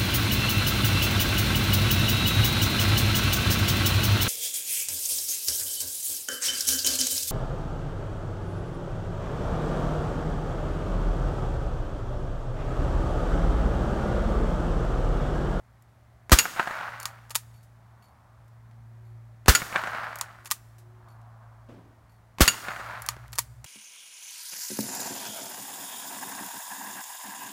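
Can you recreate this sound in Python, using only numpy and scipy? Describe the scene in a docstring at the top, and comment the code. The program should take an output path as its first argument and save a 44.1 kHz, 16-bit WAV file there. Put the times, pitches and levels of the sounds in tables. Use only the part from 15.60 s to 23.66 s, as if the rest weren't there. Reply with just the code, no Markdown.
"""Rifle shots at a steel target

At the edge of a wood a small lever-action rifle fires three times. The hammer falls, a shock wave
leaves the muzzle, the struck plate rings in its modes, and trunks, woods and far hills reflect the blast.
After each shot the lever clacks open and shut in a chain of steel impacts. Brass cases tinkle,
sleeves brush the gun and a foot shifts, over the hum of distant engines and a faint whine."""
import sys
import numpy as np
from scipy import signal
from scipy.fft import rfft, irfft, next_fast_len
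from scipy.io import wavfile

SR = 44100
rng = np.random.default_rng(int(sys.argv[2]) if len(sys.argv) > 2 else 0)


def dump_mix(stems):
    """Bounce the given channels to the path in sys.argv[1] as a 16-bit WAV at rate SR."""
    frames = np.atleast_2d(stems).T  # one column per channel
    limited = np.clip(frames, -1, 1)  # hard clip at full scale
    pcm = np.round(limited * 32767).astype(np.int16)
    wavfile.write(sys.argv[1], SR, pcm)


N = 355446

# the three shots: start_s, blast_db, boom_db, first_swing_s, ground_bounce_s,
# woods_db, hills_db, trunks_db, target_delay_s, target_db
SHOTS = [(0.7185, -0.5, -6, 0.0041, 0.0036, -2, -4, -1.5, 0.069, 2.5),
         (3.8821, -0.5, -8, 0.0039, 0.0028, 0, 1, -1, 0.068, -0.5),
         (6.8070, -1.3, -11, 0.004, 0.0032, -5.5, -3, -8.5, .0709, 1.5)]
# spectrum of a small hard contact: frequency_hz, level_db
CONTACT_SPECTRUM = [(60, -38), (300, -31), (600, -26), (1100, -15), (1900, -14.5), (4000, -15.5),
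                    (7000, -13.5), (10000, -15), (16000, -21)]


def amp(db):
    """Amplitude ratio of a level in decibels."""
    return 10 ** (np.asarray(db) / 20)


def read(points, hz):
    """Interpolation of a table along a logarithmic frequency axis."""
    table_hz, value = np.transpose(points)
    return np.interp(np.log(hz + 1), np.log(table_hz + 1), value)


def clock(seconds):
    """Uniform sample times from zero."""
    return np.arange(int(seconds * SR)) / SR


def add(mix, start_s, sound):
    """Superposition: a sound adds to the mix from its start time on."""
    part = mix[max(round(start_s * SR), 0):][:len(sound)]
    part += sound[:len(part)]


def waver(t, per_s):
    """Random fluctuation of about unit size, linear between per_s draws a second."""
    return np.interp(t * per_s, np.arange(1000), rng.standard_normal(1000))


def noise(spectrum, size, tilt_db=0, grain_db=0):
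    """Filtered noise, tilted by tilt_db an octave; grain_db varies its level each millisecond."""
    fft_size = next_fast_len(size)
    hz = np.fft.rfftfreq(fft_size, 1 / SR)
    lumps = amp(grain_db * np.repeat(rng.standard_normal(size // 44 + 1), 44)[:size])
    white = rng.standard_normal(size) * lumps / np.sqrt(np.mean(lumps ** 2))
    octaves = np.log2(np.maximum(hz, 200) / 4000)
    colour = amp(read(spectrum, hz) + tilt_db * octaves)
    return irfft(rfft(white, fft_size) * colour, fft_size)[:size]


def ring(modes, t, detune, scatter_db=2):
    """Free vibration as a sum of damped modes; each blow excites them a little differently."""
    out = 0
    for hz, db, t60 in modes:
        pitch = hz * (1 + detune * rng.uniform(-0.89, 1))
        strength = rng.choice([-1, 1]) * amp(db + scatter_db * rng.uniform(-1, 1))
        out += strength * amp(-60 * t / t60) * np.sin(2 * np.pi * pitch * t)
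    return out


def air():
    """Ambient noise: still air and far traffic give a steady spectrum, strongest in the bass."""
    # background spectrum: frequency_hz, level_db
    air_spectrum = [(20, -21.5), (40, -10.5), (62, 2.5), (90, -1.5), (130, -5), (170, -8), (310, -16.5),
                    (490, -20), (620, -12.5), (1200, -17.5), (1900, -21.5), (2800, -31.5), (5000, -35),
                    (15000, -40.5)]
    rumble = noise(air_spectrum, N)
    return amp(-60) * rumble / rumble.std()


def hum(hz, db, orders, waver_db=1.7):
    """Engine orders: partials at multiples of hz, each wavering on its way through the air."""
    t, turns = np.arange(len(hz)) / SR, np.cumsum(hz) / SR
    tone = 0
    for multiple, order_db in orders:
        gain = amp(order_db + waver_db * waver(t, 7.3))
        tone += gain * np.sin(2 * np.pi * (multiple * turns + rng.random()))
    return np.sqrt(2) * amp(db) * tone


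def engines():
    """Pitch follows rotation speed: one distant engine slows, another fades in and speeds up."""
    # loudness contour of the slowing engine: time_s, level_db
    contour = [(0.0, -62), (0.55, -56.5), (1.08, -65.5), (1.35, -51.5), (2.15, -53), (2.56, -59.5),
               (3.2, -48), (3.75, -50), (4.2, -53.5), (4.9, -56), (5.6, -49.5), (6.1, -53), (6.55, -62.5),
               (7.2, -54), (7.6, -50.5), (8.06, -57)]
    # its orders: multiple, level_db
    orders = [(.5, -17), (1, -1), (2, -24.5)]
    t = np.arange(N) / SR
    slowing = hum(hz=116.2 - .52 * t, db=1 + np.interp(t, *np.transpose(contour)), orders=orders)
    since_full_s = t - 7.5
    rising_db = -52 + 22.5 * np.minimum(since_full_s, 0)
    speeding = hum(hz=121 + 6.8 * since_full_s, db=rising_db, orders=[(.5, -2.3), (1, -0.86)])
    return slowing + speeding


def whine():
    """A faint far tone, modulated in frequency and level along short parabolic arches."""
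    # top of each arch: time_s, nominal_pitch_hz, level_db
    arches = [(3.449, 370, -69), (4.832, 368, -71), (5.35, 370, -65)]
    length_s, droop_hz, fade_db = .6, 38, 29.5
    out, t = np.zeros(N), clock(length_s)
    off_top = (2 * t / length_s - 1) ** 2
    for top_s, top_hz, db in arches:
        hz = top_hz - droop_hz * off_top + 4 * waver(t, 14)
        tone = hum(hz, db - fade_db * off_top, orders=[(0.99, 0.0025)], waver_db=1.5)
        add(out, top_s - length_s / 2, tone)
    return out


def handling():
    """Friction of hands and sleeves on the gun gives short bursts of noise."""
    # brushes: start_s, level_db, tilt_db_per_octave, decay_s
    brushes = [(.223, -44.5, 3.5, .003), (2.03, -48.5, 4.5, 0.018), (2.88, -51.5, 4, 0.0058),
               (3.112, -44.5, -6, .004), (5.183, -41.5, 1, 0.021), (5.615, -45, -3, 0.0042),
               (7.566, -33, -11, 0.0031), (7.6803, -29.5, 0, .0013), (8.043, -18, -2, 0.0054)]
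    out, t = np.zeros(N), clock(.4)
    for start_s, db, tilt_db, decay_s in brushes:
        add(out, start_s, amp(db) * noise(CONTACT_SPECTRUM, len(t), tilt_db) * np.exp(-t / decay_s))
    return out


def clack(db, tilt_db, decay_s):
    """Impact of steel on steel: a snap and a rattle, exciting the receiver and the wooden stock."""
    # modes of receiver and stock: pitch_hz, level_db, t60_s
    rifle_modes = [(935, -29.5, .045), (1210, -27.5, .045), (1890, -34.5, 0.063), (2290, -36.5, 0.031),
                   (4390, -32.5, 0.039), (6670, -32, 0.057), (7160, -30.5, .05), (9900, -36.5, .04),
                   (11400, -31.5, 0.046)]
    t = clock(.15)
    snap = amp(1) * np.exp(-t / 0.00021)
    rattle = amp(-17.5) * np.exp(-t / 0.019)
    contact = noise(CONTACT_SPECTRUM, len(t), tilt_db) * (snap + np.exp(-t / decay_s) + rattle)
    stock_db = -21 - 1.5 * max(tilt_db, 0)  # bright, light parts hardly move the stock
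    knock = amp(stock_db) * np.cos(2 * np.pi * 1100 * t) * np.exp(-t / 0.0023)
    return amp(db) * (contact + knock + ring(rifle_modes, t, detune=0.014))


def hammer():
    """Impact and rebound: the hammer falls just before each shot and bounces once."""
    lead_s, rebound_s = .0222, 0.013
    out = np.zeros(N)
    for shot_s, *_ in SHOTS:
        for lag_s, db in [(0, -19), (rebound_s, -21.5)]:
            add(out, shot_s - lead_s + lag_s, clack(db, tilt_db=-7.5, decay_s=0.0029))
    return out


def shock(t, push_s, damping=0.64):
    """A blast wave: a jump in pressure, positive for push_s, then suction."""
    age = np.maximum(t, 0) / push_s
    return (t > 0) * (1 - age) * np.exp(-damping * age)


def muzzle(blast_db, boom_db, swing_s, bounce_s):
    """The direct shock, its ground reflection and the slowing low swing of the overloaded microphone."""
    t = clock(.1)
    direct = amp(2.5) * shock(t - .0006, push_s=0.00033)
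    reflected = amp(-6.5) * shock(t - bounce_s, push_s=.0011)
    age = t / swing_s
    envelope = np.exp(-((age - 3.8) / 3.7) ** 2) * np.minimum(age, 1)
    boom = np.cos(2 * np.pi * np.sqrt(age)) * envelope
    return amp(blast_db) * (direct + reflected) + amp(boom_db) * boom


def swell(t, arrival_s, db, rise_db_per_s, hold_s, fall_db_per_s):
    """An envelope of exponential growth, a plateau and exponential decay."""
    early_s, late_s = np.maximum(arrival_s - t, 0), np.maximum(t - arrival_s - hold_s, 0)
    return amp(db - rise_db_per_s * early_s - fall_db_per_s * late_s)


def scatter(spectrum, swells, seconds, grain_db, surge_db):
    """Diffuse scattering: countless small reflections merge into noise, whose swells add in power."""
    t = clock(seconds)
    envelope = np.sqrt(sum(swell(t, *row) ** 2 for row in swells))
    return noise(spectrum, len(t), grain_db=grain_db) * envelope * amp(surge_db * waver(t, 60))


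def gunfire():
    """The bullet's crack and the muzzle blast, then reflections delayed by their longer paths."""
    # the blast scattered by ground and yard: frequency_hz, level_db
    blast_spectrum = [(40, -14), (150, -5.5), (300, -5), (430, -8), (800, -10), (1400, -2.5), (2500, -9.5),
                      (6000, -11), (10000, -15), (16000, -16.5)]
    # its decay off the ground, the yard and the trees: level_db, fall_db_per_s
    blast_stages = [(0.5, 721), (-10.5, 150.5), (-26, 33)]
    hold_s = .013
    stages = [(0, db, 0, hold_s, fall) for db, fall in blast_stages]
    out, t = np.zeros(N), clock(0.049)
    for start_s, blast_db, boom_db, swing_s, bounce_s, woods_db, hills_db, trunks_db, _, _ in SHOTS:
        crack = amp(-13) * noise(blast_spectrum, len(t)) * np.exp(-t / 0.0033)
        tail = scatter(blast_spectrum, stages, seconds=1.5, grain_db=2.0, surge_db=-0.15)
        add(out, start_s - .002, crack)
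        add(out, start_s, muzzle(blast_db, boom_db, swing_s, bounce_s))
        add(out, start_s, amp(blast_db) * tail)
        add(out, start_s, amp(woods_db) * woods_roll())
        add(out, start_s, amp(hills_db) * hills_echo())
        add(out, start_s, amp(trunks_db) * trunk_echoes())
    return out


def reverberation(sound):
    """Convolution with decaying noise gives the thin outdoor tail of the surrounding trees."""
    # reverberation time: frequency_hz, t60_s
    decay_times = [(100, .4), (1500, 0.97), (7000, 0.99), (16000, 0.84)]
    hz, t, bands = signal.stft(rng.standard_normal(SR), SR, nperseg=256)
    decay = amp(-60 * t / read(decay_times, hz)[:, None])
    _, tail = signal.istft(bands * decay, SR, nperseg=256)
    return signal.fftconvolve(sound, tail / np.linalg.norm(tail))[:N]


def target():
    """The bullet splashes on the steel plate; the point of impact sets how hard each mode rings."""
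    # plate modes: pitch_hz, t60_s, first_hit_db, second_hit_db, third_hit_db
    plate_modes = [(1414, .14, -27, -19, -21), (2765, 0.1, -18.5, -31, -18),
                   (2843, .095, -24.5, -31, -17.5), (4590, 0.082, -21, -19, -16.5),
                   (5245, 0.095, -36.5, -30, -40.5), (6680, 0.093, -18, -26, -19.5),
                   (6860, 0.11, -16, -18.5, -14), (7270, 0.19, -34, -36, -33),
                   (9150, 0.1, -27.5, -33, -23.5), (12525, 0.19, -25, -36, -36.5),
                   (14550, .2, -38.5, -36, -38.5)]
    # the bullet's splash: frequency_hz, level_db
    splash_spectrum = [(60, -19.5), (200, -17), (700, -20), (1300, -8.5), (2200, -3.5), (3600, -11.5),
                       (7000, -11.5), (11000, -14), (16000, -23.5)]
    splashes, rings, t = np.zeros(N), np.zeros(N), clock(0.44)
    for hit, (shot_s, *_, delay_s, db) in enumerate(SHOTS):
        modes = [(hz, levels[hit], t60) for hz, t60, *levels in plate_modes]
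        splash = amp(db) * noise(splash_spectrum, len(t), grain_db=1.5) * np.exp(-t / .0085)
        clang = ring(modes, t, detune=.001, scatter_db=1.5)
        shimmer = 1 + .35 * waver(t, 330)  # the trees keep the ring shimmering
        add(splashes, shot_s + delay_s, splash)
        add(rings, shot_s + delay_s, clang * shimmer)
    return splashes + rings + reverberation(amp(-21) * splashes + amp(-20) * rings)


def woods_roll():
    """Backscatter: the near trees, the edge of the wood and its depth each return one swell."""
    # the roll from the woods: frequency_hz, level_db
    spectrum = [(50, -27), (170, -13), (380, -23), (620, -3), (900, -1.5), (1450, 2.5), (2200, -8),
                (3200, -19), (4500, -22.5), (7000, -37.5), (16000, -60)]
    # stands of trees: arrival_s, level_db, rise_db_per_s, hold_s, fall_db_per_s
    stands = [(.09, -29, 230, .05, 70), (.277, -16.5, 299.5, 0.028, 278.5), (.39, -21.5, 109.5, .14, 54.5)]
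    return scatter(spectrum, stands, seconds=1.8, grain_db=3.3, surge_db=1.04)


def trunk_echoes():
    """Discrete reflections from trunks and sheds, each arriving again by way of the ground."""
    # reflections: delay_s, level_db
    echoes = [(0.1357, -8.5), (.244, -16), (0.2771, -2), (0.3546, -8.5), (.390, -10.5), (0.491, -18)]
    # colour of one echo: frequency_hz, level_db
    spectrum = [(50, -9), (170, -6.5), (400, -9.5), (700, 2), (1500, 4), (2300, -4), (3600, -14.5),
                (5000, -25.5), (8000, -26), (16000, -56)]
    bounce_s, bounce_db = 0.0055, -6.5
    out, t = np.zeros(SR), clock(0.049)
    envelope = np.exp(-t / 0.0027) * (1 - np.exp(-t / 0.00045))
    for delay_s, db in echoes:
        slap = amp(db) * noise(spectrum, len(t)) * envelope
        add(out, delay_s, slap)
        add(out, delay_s + bounce_s, amp(bounce_db) * slap)
    return out


def hills_echo():
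    """Scattering over a long path: the far hills answer late, faintly and slowly."""
    # the return from the hills: frequency_hz, level_db
    spectrum = [(100, -20), (400, -18), (650, 3.5), (1100, 5), (1600, -3.5), (2300, -23.5), (4000, -26.5),
                (16000, -61)]
    arrival_s, db, rise_db_per_s, hold_s, fall_db_per_s = 1.58, -50, 60, 0.39, 19.5
    swells = [(arrival_s, db, rise_db_per_s, hold_s, fall_db_per_s)]
    return scatter(spectrum, swells, seconds=3.4, grain_db=3.0, surge_db=1.0)


def lever():
    """Two chains of impacts: the lever unlocks, ejects and stops, then feeds a cartridge and locks."""
    # opening strokes: stop_s, level_db, since_unlock_s
    openings = [(1.4554, -4, .0544), (4.612, -5.5, .0545), (7.4881, -2.5, .0672)]
    # closing strokes: lock_s, level_db, since_feed_s
    closings = [(1.7540, -0.5, .0483), (4.9125, -1.5, .0554), (7.7856, -1.5, .0555)]
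    # each contact: level_db, tilt_db_per_octave, decay_s
    unlock, eject, stop = (-17, 4, .0014), (-17, 3.1, 0.0023), (0, -0.66, 0.0018)
    carrier, feed, scrape = (-34, 4, .001), (-19, -2, 0.0059), (-25.5, 0.93, 0.0017)
    latch, lock, slap = (-17, 2, .0017), (-1.3, 1.6, 0.0019), (-2.5, 2.5, 0.0031)
    out = np.zeros(N)

    def stroke(end_s, stroke_db, contacts):
        """Each impact sounds at its own offset in seconds from the end of travel."""
        for offset_s, (db, tilt_db, decay_s) in contacts:
            add(out, end_s + offset_s, clack(stroke_db + db, tilt_db, decay_s))

    for stop_s, db, travel_s in openings:
        stroke(stop_s, db, [(-travel_s, unlock), (-0.025, eject), (0, stop)])
    for lock_s, db, travel_s in closings:
        scrapes = [(-travel_s * share, scrape) for share in rng.random(size=5)]
        stroke(lock_s, db, [(-travel_s - .0085, carrier), (-travel_s, feed), *scrapes])
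        stroke(lock_s, db, [(-.006, latch), (0, lock), (.0046, slap)])
    low_cut = signal.butter(2, 480, "high", fs=SR, output="sos")  # the lever's clacks carry little bass
    return signal.sosfilt(low_cut, out)


def spent_cases():
    """Brass cases land and hop on more softly; each impact ticks and excites their modes."""
    # landings: start_s, level_db
    landings = [(1.41, -40), (1.5, -60), (1.941, -54), (2.424, -52.5), (3.452, -64), (5.485, -55),
                (6.495, -59)]
    # modes of a case: pitch_hz, level_db, t60_s
    brass_modes = [(2280, -11, .12), (4360, -7, .15), (4484, -5, 0.16), (7060, -11, .15),
                   (9430, -10.5, .25), (10056, -19, .2), (12618, -6, 0.2)]
    out, t = np.zeros(N), clock(.4)
    for start_s, db in landings:
        for bounce in range(4):
            tick = amp(15) * noise(CONTACT_SPECTRUM, len(t), tilt_db=-3.5) * np.exp(-t / 0.0064)
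            hop_s = bounce * 0.016 * rng.uniform(.7, 1.6)
            tinkle = amp(-4.5) * ring(brass_modes, t, detune=0.007)
            add(out, start_s + hop_s, amp(db - 5 - 3 * bounce) * (tick + tinkle))
    return out


def footstep():
    """Friction of a foot shifting on the ground gives one dull burst of noise."""
    # the scuff: frequency_hz, level_db
    spectrum = [(60, -6.5), (260, 4.5), (500, -5), (1000, -14.5), (3200, -26), (9000, -41), (16000, -47.5)]
    start_s, db, rise_s, decay_s = 6.085, -30.5, 0.0043, 0.11
    out, t = np.zeros(N), clock(.4)
    envelope = np.exp(-t / decay_s) * (1 - np.exp(-t / rise_s))
    add(out, start_s, amp(db) * noise(spectrum, len(t), grain_db=1.5) * envelope)
    return out


def scene():
    """Superposition of all sources at one microphone beside the shooter."""
    action = hammer() + lever()
    rifle = gunfire() + target() + action + reverberation(amp(-31) * action)
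    return (rifle + spent_cases() + handling() + footstep() + air() + engines() + whine())[None]


def record(dry):
    """Soft saturation rounds the loudest peaks; a low-pass filter then limits the band."""
    ceiling, edge_hz = .95, 16000
    rounded = dry / (1 + abs(dry / ceiling) ** 6) ** (1 / 6)
    low_pass = signal.firwin(255, edge_hz, window=("kaiser", 8), fs=SR)
    return signal.oaconvolve(rounded, low_pass[None], "same")


dry = scene()
out = record(dry)
dump_mix(out)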